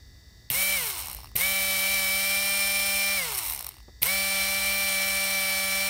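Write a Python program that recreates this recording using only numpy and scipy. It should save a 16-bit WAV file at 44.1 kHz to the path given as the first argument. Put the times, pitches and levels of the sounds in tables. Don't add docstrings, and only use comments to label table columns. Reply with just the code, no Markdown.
import sys
import numpy as np
from scipy import signal
from scipy.fft import rfft, irfft, next_fast_len
from scipy.io import wavfile
from scipy.ndimage import uniform_filter1d

SR = 44100
rng = np.random.default_rng(int(sys.argv[2]) if len(sys.argv) > 2 else 0)


def master_out(mix):
    frames = np.transpose(np.atleast_2d(mix))
    ceiling = np.clip(frames, -1, 1)
    pcm = np.round(ceiling * 32767).astype(np.int16)
    wavfile.write(sys.argv[1], SR, pcm)


N = 259749
TIME = np.arange(N) / SR

# on in seconds, off in seconds,
# dry friction while coasting in turns per second per second, offset of the rotor tones in dB.
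RUNS = [(0.5, 0.749, 231, -2.5), (1.353, 3.163, 187, -.5), (4.016, 6.2, 188, .7)]
# centre in Hz, width in Hz, relative level in dB.
BEARING_MODES = [(2120, 480, -5.5), (4010, 390, -6.5), (5660, 640, -7.5), (8480, 336, 1.5), (9620, 490, 0),
                 (11580, 700, 0), (12770, 990, 0), (13240, 750, 6), (15300, 470, 2), (15000, 620, -10)]
# centre in Hz, width in Hz, relative level in dB.
BRACKET_MODES = [(810, 250, 0), (1150, 280, -0.5), (1950, 89, -15), (2750, 280, -5), (4180, 230, -2.5),
                 (5440, 140, 2)]


def from_db(db):
    return 10 ** (np.asarray(db) / 20)


def rms_one(x):
    return x / np.sqrt(np.mean(x ** 2) + 1e-20)


def at_hz(points, hz):
    known_hz, level_db = np.transpose(points)
    return np.interp(np.log(hz + 1e-9), np.log(known_hz), level_db)


def bell(middle_s, half_s):
    return np.exp(-((TIME - middle_s) / half_s) ** 2)


def drift(rate_hz):
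    step = 16
    knots = rng.standard_normal(N // step + 2)
    r = np.exp(-2 * np.pi * step * rate_hz / SR)
    slow = signal.lfilter([1], [1, -2 * r, r * r], np.tile(knots, 2))[len(knots):]
    return np.interp(np.arange(N) / step, np.arange(len(slow)), rms_one(slow))


def coloured(x, spectrum):
    size = next_fast_len(N)
    hz = np.arange(size // 2 + 1) * SR / size
    shaped = rfft(x, size) * from_db(at_hz(spectrum, hz))
    return rms_one(irfft(shaped, size)[:N])


def resonate(x, modes):
    out = 0
    for k, (hz, width_hz, db) in enumerate(modes):
        r = np.exp(-np.pi * width_hz / SR)
        poles = [1, -2 * r * np.cos(2 * np.pi * hz / SR), r * r]
        gain = (-1) ** k * from_db(db) * (1 - r * r) / 2
        out = out + gain * signal.lfilter([1, 0, -1], poles, x + 1e-18)
    return out


def high_pass(x, cut_hz):
    return signal.sosfilt(signal.butter(2, cut_hz, "high", fs=SR, output="sos"), x)


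def strikes(events, modes, contact_s, tail_db, tail_s):
    out = np.zeros(N)
    age = TIME[:SR // 20]
    rise = 1 - np.exp(-age / .00012)
    scatter = from_db(tail_db) * np.exp(-age / tail_s)
    pressure = rise * (np.exp(-age / contact_s) + scatter)
    for s, db in events:
        hit = resonate(pressure * rng.standard_normal(len(age)), modes)
        at = round(s * SR)
        out[at:at + len(age)] += from_db(db) * hit / np.abs(hit).max()
    return out


def background(buzz_db=-59.5, odd_db=-5.5, size=720):
    # frequency in Hz, relative density in dB per Hz.
    room_points = [(20, -34), (38, -7.5), (56, 4), (80, -4.5), (115, -9), (160, -19.5), (300, -22.5),
                   (600, -31.5), (2500, -41), (5000, -36), (11000, -49), (16000, -51)]
    # frequency in Hz, relative level in dB.
    buzz_points = [(1500, -30), (1700, -4), (1980, -2), (2150, -26), (3350, -24), (3560, 1), (4050, -10),
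                   (4560, 2), (5000, -8), (5520, 2), (5850, -9), (10500, -24), (15500, -15)]
    buzz_hz = 43.4
    rumble_db = -50 - 0.38 * TIME + 4 * bell(1.18, 0.29)
    rumble = from_db(rumble_db) * coloured(rng.standard_normal(N), room_points)

    k = np.arange(size // 2)
    line_db = odd_db * (k % 2) + rng.normal(0, 4.5, len(k))
    lines = from_db(line_db) * np.exp(2j * np.pi * rng.random(len(k)))
    cycle = irfft(lines, size * 10)
    buzz = np.interp(TIME * buzz_hz % 1, np.linspace(0, 1, len(cycle), endpoint=False), cycle)
    return rumble + from_db(buzz_db) * coloured(buzz, buzz_points)


def rotor_speed(full, spin_up_s=.023, drag_s=1.0):
    speed = np.zeros(N)
    for on, off, friction, _ in RUNS:
        rise = 1 - np.exp(-np.maximum(TIME - on, 0) / spin_up_s)
        held = np.interp(off, TIME, full)
        drag = np.exp(-np.maximum(TIME - off, 0) / drag_s)
        coast = (held + friction * drag_s) * drag - friction * drag_s
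        run = np.where(TIME < off, full * rise, np.maximum(coast, 0))
        speed = np.where(TIME < on, speed, run)
    return speed


def contact(arc_db=-35.0, arc_s=0.046):
    # time in seconds, peak level in dB.
    spark_events = [(0.5017, -6.5), (0.5111, -13), (1.3568, -13), (1.3605, -10), (1.364, -9),
                    (4.0222, -10.5), (4.0265, -9), (4.030, -1.5)]
    # centre in Hz, width in Hz, relative level in dB.
    spark_modes = [(2170, 380, 18), (2860, 1440, 14.5), (9500, 230, 9), (12270, 1100, 24),
                   (14200, 3000, 16.5), (16700, 900, 19.5)]
    inrush = sum((TIME > on + .005) * np.exp(-np.abs(TIME - on) / arc_s) for on, *_ in RUNS)
    sizzle = rms_one(resonate(rng.standard_normal(N) * from_db(2 * drift(300)), spark_modes))
    sparks = strikes(spark_events, spark_modes, contact_s=.0004, tail_db=-23, tail_s=.005)
    return from_db(arc_db) * inrush * sizzle + sparks


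def bumps(tap_db=-5.0, tap_s=0.0095):
    # start in seconds, level in dB, pitch in Hz, time to fall by 60 dB in seconds.
    bump_events = [(0.505, -33.5, 127, 0.15), (1.354, -34.5, 133, 0.12), (3.8819, -40.5, 347, 0.03),
                   (4.018, -34, 139, 0.066)]
    out = 0
    dull = signal.butter(2, 620, fs=SR, output="sos")
    noise = rms_one(signal.sosfilt(dull, rng.standard_normal(N)))
    for s, db, hz, t60 in bump_events:
        age = np.maximum(TIME - s, 0)
        thud = np.exp(-np.log(1000) * age / t60) * np.sin(2 * np.pi * hz * age)
        tap = from_db(tap_db) * noise * (age > 0) * np.exp(-age / tap_s)
        out = out + from_db(db) * (thud + tap)
    return out


def tone(order, angle, flutter_db):
    unsteady = from_db(flutter_db * drift(11.0))
    return np.sqrt(2) * unsteady * np.sin(order * angle + rng.uniform(0, 2 * np.pi))


def hum(angle, speed, full, level_db=-2.0, fade=3.1, pole_fade=1.74, flutter_db=0.45):
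    # multiple of the turning rate, relative level in dB.
    rotor_tones = [(1, -46), (3, -42), (4, -50.5), (6, -48.5), (7, -49), (8, -54), (9, -45.5), (10, -46),
                   (11, -56), (13, -53), (14, -59), (17, -51.5), (18, -48), (19, -49), (22, -52), (23, -48),
                   (24, -46.5), (29, -52), (30, -49.5)]
    # frequency in Hz, gain in dB.
    radiation = [(50, -4), (100, 0.5), (195, 0), (280, -9.5), (430, 0.5), (580, 0.5), (720, 3.5),
                 (950, 7.5), (1170, 2), (1500, -1), (1750, 1.5)]
    out = 0
    pace = speed / full
    run_db = np.zeros(N)
    for on, off, friction, db in RUNS:
        run_db[TIME >= on] = db
    for order, db in rotor_tones:
        order = round(order)
        slowing = pace ** (pole_fade if order in (1, 3, 6, 9) else fade)
        gain = from_db(db + at_hz(radiation, order * speed)) * slowing
        out = out + gain * tone(order, angle, flutter_db * np.sqrt(order))
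    return from_db(level_db + run_db) * out


def whine(angle, speed, pace, whine_db=-30.0, fade=4.5):
    # frequency in Hz, gain in dB.
    whine_response = [(300, -42), (900, -28), (1200, -24), (1700, -26), (1920, -19), (2050, -5), (2230, 0),
                      (2330, 0)]
    # multiple of the turning rate, loudest moment in seconds,
    # level there in dB, fall to either side in dB per second.
    overtones = [(16, 1.4, -41, 1.4), (20, 1.45, -41.5, 2.7), (21, 4.6, -40, 1.5), (27, 2.84, -38.5, 5.5),
                 (28, 5.6, -42.5, 0.5)]
    cogs_per_turn = 12
    gain = from_db(whine_db + at_hz(whine_response, cogs_per_turn * speed))
    out = gain * tone(cogs_per_turn, angle, flutter_db=1.1)
    for order, loudest_s, db, fall in overtones:
        swell = from_db(db - fall * np.abs(TIME - loudest_s))
        out = out + swell * pace ** fade * tone(round(order), angle, flutter_db=0.57)
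    return out


def rubbing(angle, repeat_share, size=180, lowest_order=31):
    orders = np.arange(size // 2)
    shape = (2, size // 2)
    marks = np.exp(2j * np.pi * rng.random(shape)) * from_db(rng.normal(0, 3.8, shape))
    tracks = irfft(marks * (orders >= lowest_order), size * 20)
    around = np.linspace(0, 1, size * 20, endpoint=False)
    place = angle / (2 * np.pi) % 1
    inner, outer = (rms_one(np.interp(place, around, track)) for track in tracks)
    creep = drift(1.0)
    worn = np.cos(creep) * inner + np.sin(creep) * outer
    share = np.clip(repeat_share, 0, 1)
    return np.sqrt(share) * worn + np.sqrt(1 - share) * rng.standard_normal(N)


def brushes(angle, pace, level_db=-31.0, growth=1.56, ripple_db=1.0, lean_db=0.5, low_cut_hz=480):
    # centre in Hz, width in Hz, relative level in dB.
    case_modes = [(673, 640, -3), (1040, 500, -0.5), (1478, 233, -1), (2190, 127, 7.5), (2907, 470, 2.5),
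                  (4060, 495, 6), (4296, 580, 4.5), (5290, 650, 3), (6300, 3060, -4), (8200, 810, 1.5),
                  (9270, 230, 4), (9860, 200, 1.5), (11600, 1800, -16), (14700, 490, -28.5),
                  (15200, 2500, -3.5)]
    pressure_db = ripple_db * np.sin(3 * angle) + lean_db * np.sin(2 * angle) + 0.86 * drift(34)
    force = rubbing(angle, repeat_share=0.21 * pace ** 2) * from_db(pressure_db)
    scrape = high_pass(resonate(force, case_modes), low_cut_hz)
    return from_db(level_db) * pace ** growth * rms_one(scrape)


def segment_ticks(angle, pace, level_db=-19.0, growth=0.47, uneven_db=4.5, skitter_s=0.00064,
                  bearing_db=-12.0, low_cut_hz=620):
    segment = np.floor(3 * angle / (2 * np.pi))
    drop = pace ** growth * np.sqrt(np.clip(1 - pace, 0, 1))
    uneven = from_db(level_db + uneven_db * rng.standard_normal(N))
    clicks = np.diff(segment, prepend=0) * drop * uneven
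    decay = np.exp(-1 / (skitter_s * SR))
    skitter = signal.lfilter([1], [1, -decay], clicks + 1e-18) * rng.standard_normal(N)
    ringing = resonate(skitter, BRACKET_MODES) + from_db(bearing_db) * resonate(skitter, BEARING_MODES)
    return high_pass(ringing, low_cut_hz)


def chatter(angle, pace, growth=1.55, loose_db=1.5, tight_db=2.0, uneven_db=1.5):
    # middle in seconds, half length in seconds, level in dB.
    shudder_rows = [(0.622, 0.022, -30), (0.863, 0.031, -34), (0.995, 0.025, -35), (3.386, 0.012, -25.5),
                    (3.472, 0.063, -30)]
    kick_db, kick_s = -26, 0.081
    running = from_db(-30 - 1.0 * TIME) * pace ** growth
    starts = sum((TIME > on) * np.exp(-np.abs(TIME - on) / kick_s) for on, *_ in RUNS)
    kick = from_db(kick_db) * starts * np.clip(4 * pace, 0, 1)
    shudder = sum(from_db(db) * bell(s, half_s) for s, half_s, db in shudder_rows)

    depth_db = tight_db + loose_db * np.clip(2 * (1 - pace), 0, 1)
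    bursts = from_db(depth_db * np.cos(angle) + uneven_db * drift(200))
    bursts = bursts / np.sqrt(uniform_filter1d(bursts ** 2, SR // 20))
    force = bursts * rubbing(angle, repeat_share=0.48 * pace ** 2)
    grind = rms_one(resonate(force, BEARING_MODES))
    return np.sqrt(running ** 2 + kick ** 2 + shudder ** 2) * grind


def knocks(angle, bracket_db=-16.5):
    # last knock in seconds, length in seconds, middling peak level in dB.
    spells = [(0.908, 0.034, -19), (1.167, 0.2, -25), (1.4157, 0.006, -12), (3.389, 0.09, -21),
              (3.6893, 0.195, -19.5), (4.0685, 0.016, -14)]
    turns = angle / (2 * np.pi)
    hits = []
    for last_s, length_s, db in spells:
        first, last = np.interp([last_s - length_s, last_s], TIME, turns)
        times = np.interp(np.arange(last, first, -1), turns, TIME)
        hits += zip(times, db + rng.uniform(-3.48, 3.0, len(times)))
    bearing = strikes(hits, BEARING_MODES, contact_s=0.0012, tail_db=-21, tail_s=.006)
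    bracket = strikes(hits, BRACKET_MODES, contact_s=0.0011, tail_db=-24, tail_s=.005)
    return bearing + from_db(bracket_db) * bracket


def scene():
    # time in seconds, speed in turns per second.
    full_speed = [(1.52, 193.3), (1.78, 191.9), (1.92, 194.5), (2.06, 191.0), (2.3, 195.7), (2.58, 197.5),
                  (2.66, 196.5), (3.1, 196.9), (4.22, 193.8), (4.34, 194.7), (4.42, 193.6), (4.82, 195.8),
                  (4.96, 193.4), (5.28, 194.5), (5.48, 192.5), (5.78, 193.4), (5.86, 195.2)]
    full = np.interp(TIME, *np.transpose(full_speed))
    speed = rotor_speed(full)
    pace = speed / full
    turned = 2 * np.pi * np.cumsum(speed) / SR
    angle = turned + .009 * drift(25)
    tones = hum(angle, speed, full) + whine(angle, speed, pace)
    friction = brushes(angle, pace) + segment_ticks(turned, pace) + chatter(angle, pace)
    mono = background() + contact() + bumps() + tones + friction + knocks(turned)
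    return np.tile(mono, (2, 1))


def record(dry):
    return signal.sosfilt(signal.ellip(12, .1, 80, 15750, fs=SR, output="sos"), dry)


dry = scene()
out = record(dry)
master_out(out)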